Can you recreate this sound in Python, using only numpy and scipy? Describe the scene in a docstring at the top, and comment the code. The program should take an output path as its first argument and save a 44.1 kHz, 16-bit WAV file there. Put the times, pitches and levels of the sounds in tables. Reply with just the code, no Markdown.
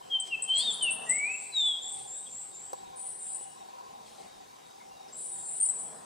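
"""A songbird whistles one clear phrase of six slurred notes in a leafy wood: tones from a syrinx, mostly
direct sound. Small birds chip and lisp thin high slurs, and peeps, faint notes and a late echo lie behind
them, all smeared by scatter from leaves and trunks. A hand-held camera adds its motor (throbbing noise in
resonant shell modes), the rub of a shifting hand (coloured noise) and a few knocks (noise ticks and
ringing modes). Short high hisses and the steady air are coloured noise too."""
import sys
import numpy as np
from scipy import signal
from scipy.fft import rfft, irfft
from scipy.io import wavfile
from scipy.ndimage import uniform_filter1d

SR = 44100
rng = np.random.default_rng(int(sys.argv[2]) if len(sys.argv) > 2 else 0)


def voltage_ratio(level):
    """Linear amplitude factor for a level in decibels (scalar or array-like)."""
    return 10 ** (np.asarray(level, float) / 20)


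def persist_wave(psi):
    """Save psi, clipped to +-1, as 16-bit WAV."""
    counts = np.round(np.clip(psi, -1, 1) * 32767).astype(np.int16)
    wavfile.write(sys.argv[1], SR, np.atleast_2d(counts).T)


N = 266799  # samples


def evened(x):
    """Normalisation: scales a signal to rms 1."""
    return x / np.sqrt(np.mean(x ** 2) + 1e-20)


def add(mix, s, sound):
    """Superposition: sums a two-channel sound into the mix from s seconds on."""
    part = mix[:, round(s * SR):][:, :sound.shape[1]]
    part += sound[:, :part.shape[1]]


def sides(pan_db):
    """Level difference between channels: gains for a left-minus-right level in dB."""
    return voltage_ratio(np.array([[.5], [-.5]]) * pan_db)


# Pitch and level contours of the near bird, one list a whistled note; level before scattering:
# (time [s], pitch [Hz], level [dB])
SONG_NOTES = [
    [(0.095, 3305, -55), (0.121, 3228, -31.5), (0.161, 3116, -25), (0.19, 3072, -40.5)],
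    [(0.295, 2930, -57), (0.329, 2735, -30.5), (0.349, 2620, -30), (0.363, 2560, -40.5)],
    [(0.472, 3180, -46.5), (0.506, 3066, -26), (0.602, 3356, -31), (0.644, 3794, -36.5),
     (0.68, 3640, -28.5), (0.704, 3472, -29), (0.728, 3234, -43)],
    [(0.803, 3160, -47), (0.813, 3136, -34), (0.891, 2652, -28.5), (0.903, 2672, -30), (0.912, 2720, -47)],
    [(1.06, 2000, -62), (1.076, 1885, -49.5), (1.12, 2042, -32), (1.16, 2188, -39.5), (1.25, 2312, -31),
     (1.258, 2392, -34), (1.356, 2668, -37), (1.365, 2655, -37)],
    [(1.515, 4145, -59), (1.547, 3933, -36), (1.575, 3770, -27), (1.627, 3530, -28), (1.669, 3472, -26),
     (1.755, 3265, -36.5), (1.8, 3310, -46)],
]


def singer():
    """Frequency modulation: the near bird slurs clean tones, heard mostly by the direct path."""
    mix = np.zeros((2, N))
    for contour in SONG_NOTES:
        s, hz, db = np.transpose(contour)
        t = np.arange(s[0], s[-1], 1 / SR)
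        # the syrinx rounds its turns
        pitch = uniform_filter1d(np.interp(t, s, hz), size=1100, mode="nearest")
        note = whistle(pitch, np.interp(t, s, db), waver_hz=13, rough=0.023, edge_s=0.0089)
        add(mix, s[0], through_wood(note, 0.72, leaves_db=-10.5, leaves_t60=0.13, trunks_db=-9.5,
                                    trunks_t60=0.9, same=0.68, lag_s=.03))
    return mix * sides(2.1)


# Harmonics of the syrinx relative to its fundamental: (multiple [1], level [dB])
SYRINX_OVERTONES = [(2, -44), (3, -47)]


def whistle(hz, db, waver_hz, rough, edge_s):
    """Syrinx oscillation: a near-sinusoid with wavering pitch, roughened by turbulent air, with soft ends."""
    waver, air = rng.standard_normal((2, len(hz)))
    wavering_hz = hz + waver_hz * evened(uniform_filter1d(waver, size=150))
    phase = 2 * np.pi * np.cumsum(wavering_hz) / SR
    tone = np.sin(phase)
    for k, over_db in SYRINX_OVERTONES:
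        tone = tone + voltage_ratio(over_db) * np.sin(k * phase) * (k * hz < SR / 2)
    haze = evened(signal.oaconvolve(air, np.hanning(90), "same"))  # noise either side of the line
    tone *= 1 + rough * haze
    ends = signal.windows.tukey(len(hz), min(1, 2 * edge_s * SR / len(hz)))
    return np.sqrt(2) * voltage_ratio(db) * tone * ends


def through_wood(note, direct_db, leaves_db, leaves_t60, trunks_db, trunks_t60, same, lag_s):
    """Multiple scattering: a direct path, quick scatter off nearby leaves, a long tail from the trunks."""
    t = np.arange(SR) / SR
    shared, left, right = rng.standard_normal((3, SR))
    same = np.clip(same, 0, 1)  # correlation of the scatter in the two channels
    scatter = np.sqrt(same) * shared + np.sqrt(1 - same) * np.array([left, right])
    # scatter builds up after the direct sound
    leaves = voltage_ratio(-60 * t / leaves_t60) * (1 - np.exp(-t / lag_s))
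    trunks = voltage_ratio(-60 * t / trunks_t60) * (1 - np.exp(-t / 0.024))
    leaves *= voltage_ratio(leaves_db) / np.linalg.norm(leaves)
    trunks *= voltage_ratio(trunks_db) / np.linalg.norm(trunks)
    path = scatter * np.hypot(leaves, trunks)
    path[:, 0] += voltage_ratio(direct_db)
    return signal.fftconvolve(note[None], path, axes=1)


def far_bird(notes, change_db, bend, pan_db, waver_hz, rough, strain, edge_s, direct_db,
             leaves_t60, trunks_db, trunks_t60, same):
    """Gliding tones in a scattering medium, their level changing by change_db along each note."""
    mix = np.zeros((2, N))
    for s, length, first_hz, last_hz, db in notes:
        u = np.linspace(0, 1, round(length * SR))
        # bend over 1 saves the glide for the end, under 1 spends it early
        pitch = first_hz + (last_hz - first_hz) * u ** bend
        # strain roughens the end of the glide
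        note = whistle(pitch, db + change_db * u, waver_hz, rough * (1 + strain * u ** 2), edge_s)
        add(mix, s, through_wood(note, direct_db, 0, leaves_t60, trunks_db, trunks_t60, same, lag_s=0.0011))
    return mix * sides(pan_db)


# Short chips of small birds; starting level before scattering:
# (time [s], length [s], first pitch [Hz], last pitch [Hz], level [dB])
CHIP_NOTES = [(.197, .012, 7790, 8400, -26), (.42, .015, 7800, 8380, -23), (.43, 0.025, 7750, 7660, -40),
              (.478, 0.019, 9560, 9560, -46.5), (.53, 0.034, 4240, 4150, -51),
              (.555, .055, 7820, 7710, -29.5), (.565, 0.084, 4180, 4270, -37.5),
              (.575, .019, 8280, 9300, -22.5), (.595, .04, 4400, 4756, -33),
              (.699, .035, 7790, 7200, -35.5), (.725, .03, 8900, 9940, -35.5), (.822, .02, 8590, 9200, -24),
              (.825, 0.028, 9270, 10460, -41.5), (.904, .028, 8370, 9670, -26),
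              (.915, 0.044, 9220, 10170, -39.5), (1.089, 0.11, 8005, 7820, -25),
              (2.258, .022, 3610, 3160, -50), (4.8, 0.036, 2210, 2170, -58), (5.083, .006, 5830, 4800, -48),
              (5.598, 0.085, 8580, 9120, -25.5), (5.65, 0.024, 7790, 7960, -27),
              (5.684, .022, 7850, 8160, -22.5)]


def chips():
    """Short gliding tones: small birds chip, fading along each note."""
    return far_bird(CHIP_NOTES, -10, bend=1.033, pan_db=4.5, waver_hz=78, rough=0.23, strain=0.71,
                    edge_s=0.0053, direct_db=-3, leaves_t60=0.11, trunks_db=-8, trunks_t60=0.91, same=0.64)


# One slur repeated about four times a second; starting level before scattering:
# (time [s], top pitch [Hz], level [dB])
RISING_SLURS = [(1.045, 8780, -49.5), (1.3, 8650, -45.5), (1.544, 8380, -46), (1.81, 9380, -43),
                (2.06, 8700, -44.5), (2.29, 8510, -46), (2.525, 8350, -50)]


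def slurs():
    """Upward frequency sweep: a bird repeats a rising slur that grows rough towards its top."""
    length_s, from_hz = .155, 7200
    rising = [(s, length_s, from_hz, top_hz, db) for s, top_hz, db in RISING_SLURS]
    return far_bird(rising, -2, bend=1.5, pan_db=1.5, waver_hz=40, rough=.1, strain=9, edge_s=.025,
                    direct_db=0, leaves_t60=0.43, trunks_db=2.5, trunks_t60=0.67, same=0.63)


# Thin lisps, often two voices at once; starting level before scattering:
# (time [s], length [s], first pitch [Hz], last pitch [Hz], level [dB])
LISP_NOTES = [(2.955, 0.15, 8750, 9300, -43.5), (2.965, 0.2, 7740, 8110, -50),
              (3.185, 0.18, 8680, 9020, -44), (3.185, .18, 7440, 7926, -46), (5.12, .24, 7440, 8120, -47),
              (5.15, .25, 8855, 9150, -45), (5.34, .28, 7240, 7940, -47), (5.45, 0.14, 8705, 9000, -41.5),
              (5.71, .1, 7710, 7810, -43.5), (5.72, .093, 8380, 9140, -45.5)]


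def lisps():
    """Diffuse propagation: thin rising tones blurred by scatter stronger than the direct sound."""
    return far_bird(LISP_NOTES, 0.4, bend=0.51, pan_db=4.0, waver_hz=81.0, rough=0.3, strain=0.16,
                    edge_s=0.0087, direct_db=-7.5, leaves_t60=0.36, trunks_db=0, trunks_t60=0.61, same=0.29)


# Steady peeps of a distant bird; starting level before scattering: (level [dB])
PEEP_LEVELS = [-67, -63, -67, -60.5, -63, -62.5, -63, -61.5, -64]
# Other faint notes, fading ends of earlier notes and a late echo; starting level before scattering:
# (time [s], length [s], first pitch [Hz], last pitch [Hz], level [dB])
FAINT_TONES = [(0, .11, 3125, 3010, -60.5), (0, 0.18, 7880, 7570, -62), (2.1, .14, 3660, 3810, -59.5),
               (4.88, .12, 2810, 2740, -68.5), (3.36, 0.23, 2890, 2914, -66.5),
               (3.62, 0.33, 7230, 7070, -71), (4.452, .12, 3840, 3740, -65.5),
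               (5.17, .065, 3070, 3150, -73), (5.53, .16, 2950, 3146, -65.5)]


def faint_tones():
    """Weak direct path: a distant bird's steady, slightly sagging peeps, faint notes, note ends, an echo."""
    first_s, every_s, length_s = 2.49, .351, .155
    hz, sag_hz = 3770, 49.8
    peeps = [(first_s + k * every_s, length_s, hz, hz - sag_hz, db) for k, db in enumerate(PEEP_LEVELS)]
    return far_bird(peeps + FAINT_TONES, -12.5, bend=1.01, pan_db=.6, waver_hz=45, rough=.3, strain=.1,
                    edge_s=.018, direct_db=-13, leaves_t60=.3, trunks_db=-1, trunks_t60=.8, same=.6)


def swells(rows, heights):
    """Exponential growth and decay: sums bumps, down to about a third after their rise and fall times."""
    t = np.arange(N) / SR
    total = 0
    for (s, rise, fall, _), height in zip(rows, heights):
        total = total + height * np.exp(-abs(t - s) / np.where(t < s, rise, fall))
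    return total


# Resonant modes of the camera shell; width is that of one of two equal poles, level is relative:
# (frequency [Hz], width [Hz], level [dB], lead of left channel [rad])
SHELL_MODES = [(385.3, 85, -8, 2.44), (513, 38, -6.5, 2.81), (676, 55, -14.5, 2.9), (784.6, 88, 3.5, 3.75),
               (974, 75, 1, 3.6), (1057, 52, -6, 4.18)]
# Course of the motor's level: (time [s], level [dB])
MOTOR_LEVEL = [(0, -48), (1, -49.5), (2, -49), (2.35, -55), (2.6, -50), (3.9, -50), (4.2, -51.5),
               (5.1, -51.5), (6.05, -49)]
# The motor strains and its upper modes swell: (peak time [s], rise [s], fall [s], extra level [dB])
MOTOR_STRAINS = [(.9, 0.22, 0.47, 6), (2.95, .2, .2, 3.5), (3.85, 0.2, .25, 7.5)]


def motor():
    """Forced resonance: noise throbbing once a turn shakes the shell, nearly opposite in two microphones."""
    turns_per_s, upper_rest_db = 40, -3.5
    t, mix = np.arange(N) / SR, np.zeros((2, N))
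    s, level_db = np.transpose(MOTOR_LEVEL)
    upper_db = upper_rest_db + swells(MOTOR_STRAINS, np.transpose(MOTOR_STRAINS)[-1])
    throb = 1 + 0.31 * np.sin(2 * np.pi * turns_per_s * t)
    for hz, width, db, lead in SHELL_MODES:
        a, b, slow = rng.standard_normal((3, N))
        r = np.exp(-np.pi * width / SR)
        two_poles = np.convolve([1, -r], [1, -r])  # steep skirts
        swing = signal.lfilter([1], two_poles, (a + 1j * b) * throb)
        drift = evened(uniform_filter1d(uniform_filter1d(slow, size=4000), size=2000))
        swing *= voltage_ratio(2.3 * drift)
        phase = 2 * np.pi * hz * t + np.array([[lead], [0]])
        mode = evened((swing * np.exp(1j * phase)).real)
        mix += voltage_ratio(db + (hz > 900) * upper_db) * mode
    return sides(1.37) * evened(mix) * voltage_ratio(np.interp(t, s, level_db))


# Relative spectrum of skin on the shell: (frequency [Hz], level per Hz [dB])
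RUB_SPECTRUM = [(47, -63), (80, -33.5), (204, -6), (258, -8.5), (331, -31.5), (441, -4), (565, -13.5),
                (627, -3.5), (824, -8), (1620, -19), (1800, -16.5), (2340, -35), (3960, -120)]
# The hand shifts its grip, low rubs: (peak time [s], rise [s], fall [s], level [dB])
GRIP_RUBS = [(.275, 0.043, .06, -65), (.7, 0.15, 0.23, -54.5), (1.06, 0.2, 0.16, -49),
             (4.2, 0.19, .12, -61), (5.1, 0.061, 0.11, -63), (5.8, 0.11, 0.15, -58.5),
             (5.95, 0.086, 0.32, -56.5)]


def hand():
    """Friction noise: skin rubs the shell, a low sound that swells as the grip shifts."""
    gain = voltage_ratio(-66) + swells(GRIP_RUBS, voltage_ratio(np.transpose(GRIP_RUBS)[-1]))
    return hiss(RUB_SPECTRUM, [(100, 1.0), (1000, 0.27)], patchy_db=1.64) * gain


# Relative spectrum of the high hisses: (frequency [Hz], level per Hz [dB])
HIGH_HISS_SPECTRUM = [(1200, -37.5), (2000, -8), (4000, 0), (6000, -4.5), (9000, -2.5), (11000, -15.5),
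                      (14000, -29)]
# Short high hisses, some dry rustles, one a noisy burst among the bird notes; level before panning:
# (peak time [s], rise [s], fall [s], level [dB])
HIGH_HISSES = [(.275, 0.012, 0.018, -50), (.59, 0.027, .05, -44.5), (.85, 0.24, 0.11, -63),
               (1.4, 0.067, 0.24, -67), (1.989, 0.032, 0.062, -57.5), (4.08, 0.016, 0.14, -60.5),
               (4.22, 0.063, 0.061, -62.5), (5.1, 0.051, 0.18, -68)]


def high_hisses():
    """Amplitude-modulated noise: short high hisses swell out of a faint steady one."""
    gain = voltage_ratio(-68) + swells(HIGH_HISSES, voltage_ratio(np.transpose(HIGH_HISSES)[-1]))
    return hiss(HIGH_HISS_SPECTRUM, [(1000, 1.0), (9000, 0.78)], patchy_db=2.5) * gain * sides(4.5)


# Knocks on the camera body, peak levels: (time [s], thud level [dB], tick level [dB])
BODY_KNOCKS = [(.203, -58, -50), (0.4898, -36.5, -45), (1.405, -62, -50), (1.54, -47, -50),
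               (1.9517, -51, -67), (2.21, -64, -59), (2.27, -48, -53), (2.732, -26, -31.5),
               (2.97, -48, -52), (3.41, -39, -47)]
# Relative colour of the tick: (frequency [Hz], gain [dB])
TICK_SPECTRUM = [(250, -45), (500, 14), (1000, -1), (1900, -4), (3200, -9.5), (5200, 0), (8000, -9),
                 (12000, -7), (15500, -28)]


def knocks():
    """Impulse response: a short bright tick, then the shell modes ring briefly."""
    mix, t = np.zeros((2, N)), np.arange(3000) / SR
    ring = 0
    for hz, _, db, lead in SHELL_MODES:
        blunt_db = -1.6 * np.log2(hz / 780)  # a blunt blow favours the low modes
        ring = ring + voltage_ratio(db + blunt_db) * np.sin(2 * np.pi * hz * t + np.array([[lead], [0]]))
    ring *= np.exp(-t / 0.0081) * (1 - np.exp(-t / 0.00048))
    colour = voltage_ratio(read(TICK_SPECTRUM, np.fft.rfftfreq(len(t), 1 / SR)))
    lead_in = 400  # samples of room for the colouring filter
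    for s, thud_db, tick_db in BODY_KNOCKS:
        burst = np.roll(rng.standard_normal(len(t)) * np.exp(-t / 0.0023), lead_in)
        tick = irfft(rfft(burst) * colour, len(t))
        add(mix, s - lead_in / SR, voltage_ratio(tick_db) * tick[None] / abs(tick).max())
        add(mix, s, voltage_ratio(thud_db) * ring / abs(ring).max())
    return mix


def read(points, hz):
    """Logarithmic frequency scale: interpolates a spectrum along it."""
    f, value = np.transpose(points)
    return np.interp(np.log(hz + 1), np.log(f + 1), value)


def hiss(spectrum, same, patchy_db):
    """Filtered noise: two channels of given colour and correlation, with drifting patches, at rms 1."""
    hz = np.fft.rfftfreq(1024, 1 / SR)
    a, b, c, d, patches = rng.standard_normal((N // 256 + 5, len(hz), 5)).T
    patches = uniform_filter1d(patches, size=10, axis=0)  # across frequency
    patches = evened(uniform_filter1d(patches, size=12, axis=1))  # along time
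    same = np.clip(read(same, hz), -1, 1)[:, None]
    left = a + 1j * b
    right = same * left + np.sqrt(1 - same ** 2) * (c + 1j * d)
    z = np.array([left, right])
    z *= voltage_ratio(read(spectrum, hz)[:, None] + patchy_db * patches)
    return evened(signal.istft(z, nperseg=1024, noverlap=768)[1][:, :N])


# Relative spectrum of the air: (frequency [Hz], level per Hz [dB])
AIR_SPECTRUM = [(20, -22), (40, -20), (100, -12), (200, -8), (300, -7), (700, -10.5), (1300, -13.5),
                (3700, -17.5), (7500, -18), (10000, -23.5), (11000, -25), (13000, -27.5), (15700, -34)]
# Likeness of the air in the two channels: (frequency [Hz], correlation [1])
AIR_CORRELATION = [(60, 0.14), (150, 0.84), (280, -0.57), (500, -0.47), (1100, -0.2), (1600, -0.011),
                   (2200, -0.068), (4600, 0.7), (9600, 0.12), (13000, 0.22)]


def air():
    """Broadband ambient noise: partly correlated between the channels."""
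    return voltage_ratio(-57) * hiss(AIR_SPECTRUM, AIR_CORRELATION, patchy_db=2.5) * sides(0.76)


def scene():
    """Linear superposition: all birds, the camera's own noises, the high hisses and the air."""
    birds = singer() + chips() + slurs() + lisps() + faint_tones()
    camera = motor() + hand() + knocks()
    return birds + camera + high_hisses() + air()


def roll_off(x):
    """The treble ends steeply here."""
    return signal.sosfilt(signal.butter(12, 15760, fs=SR, output="sos"), x)


def record(dry):
    """Signal chain: passes the finished two-channel mix through its last stage."""
    return roll_off(dry)


dry = scene()
out = record(dry)
persist_wave(out)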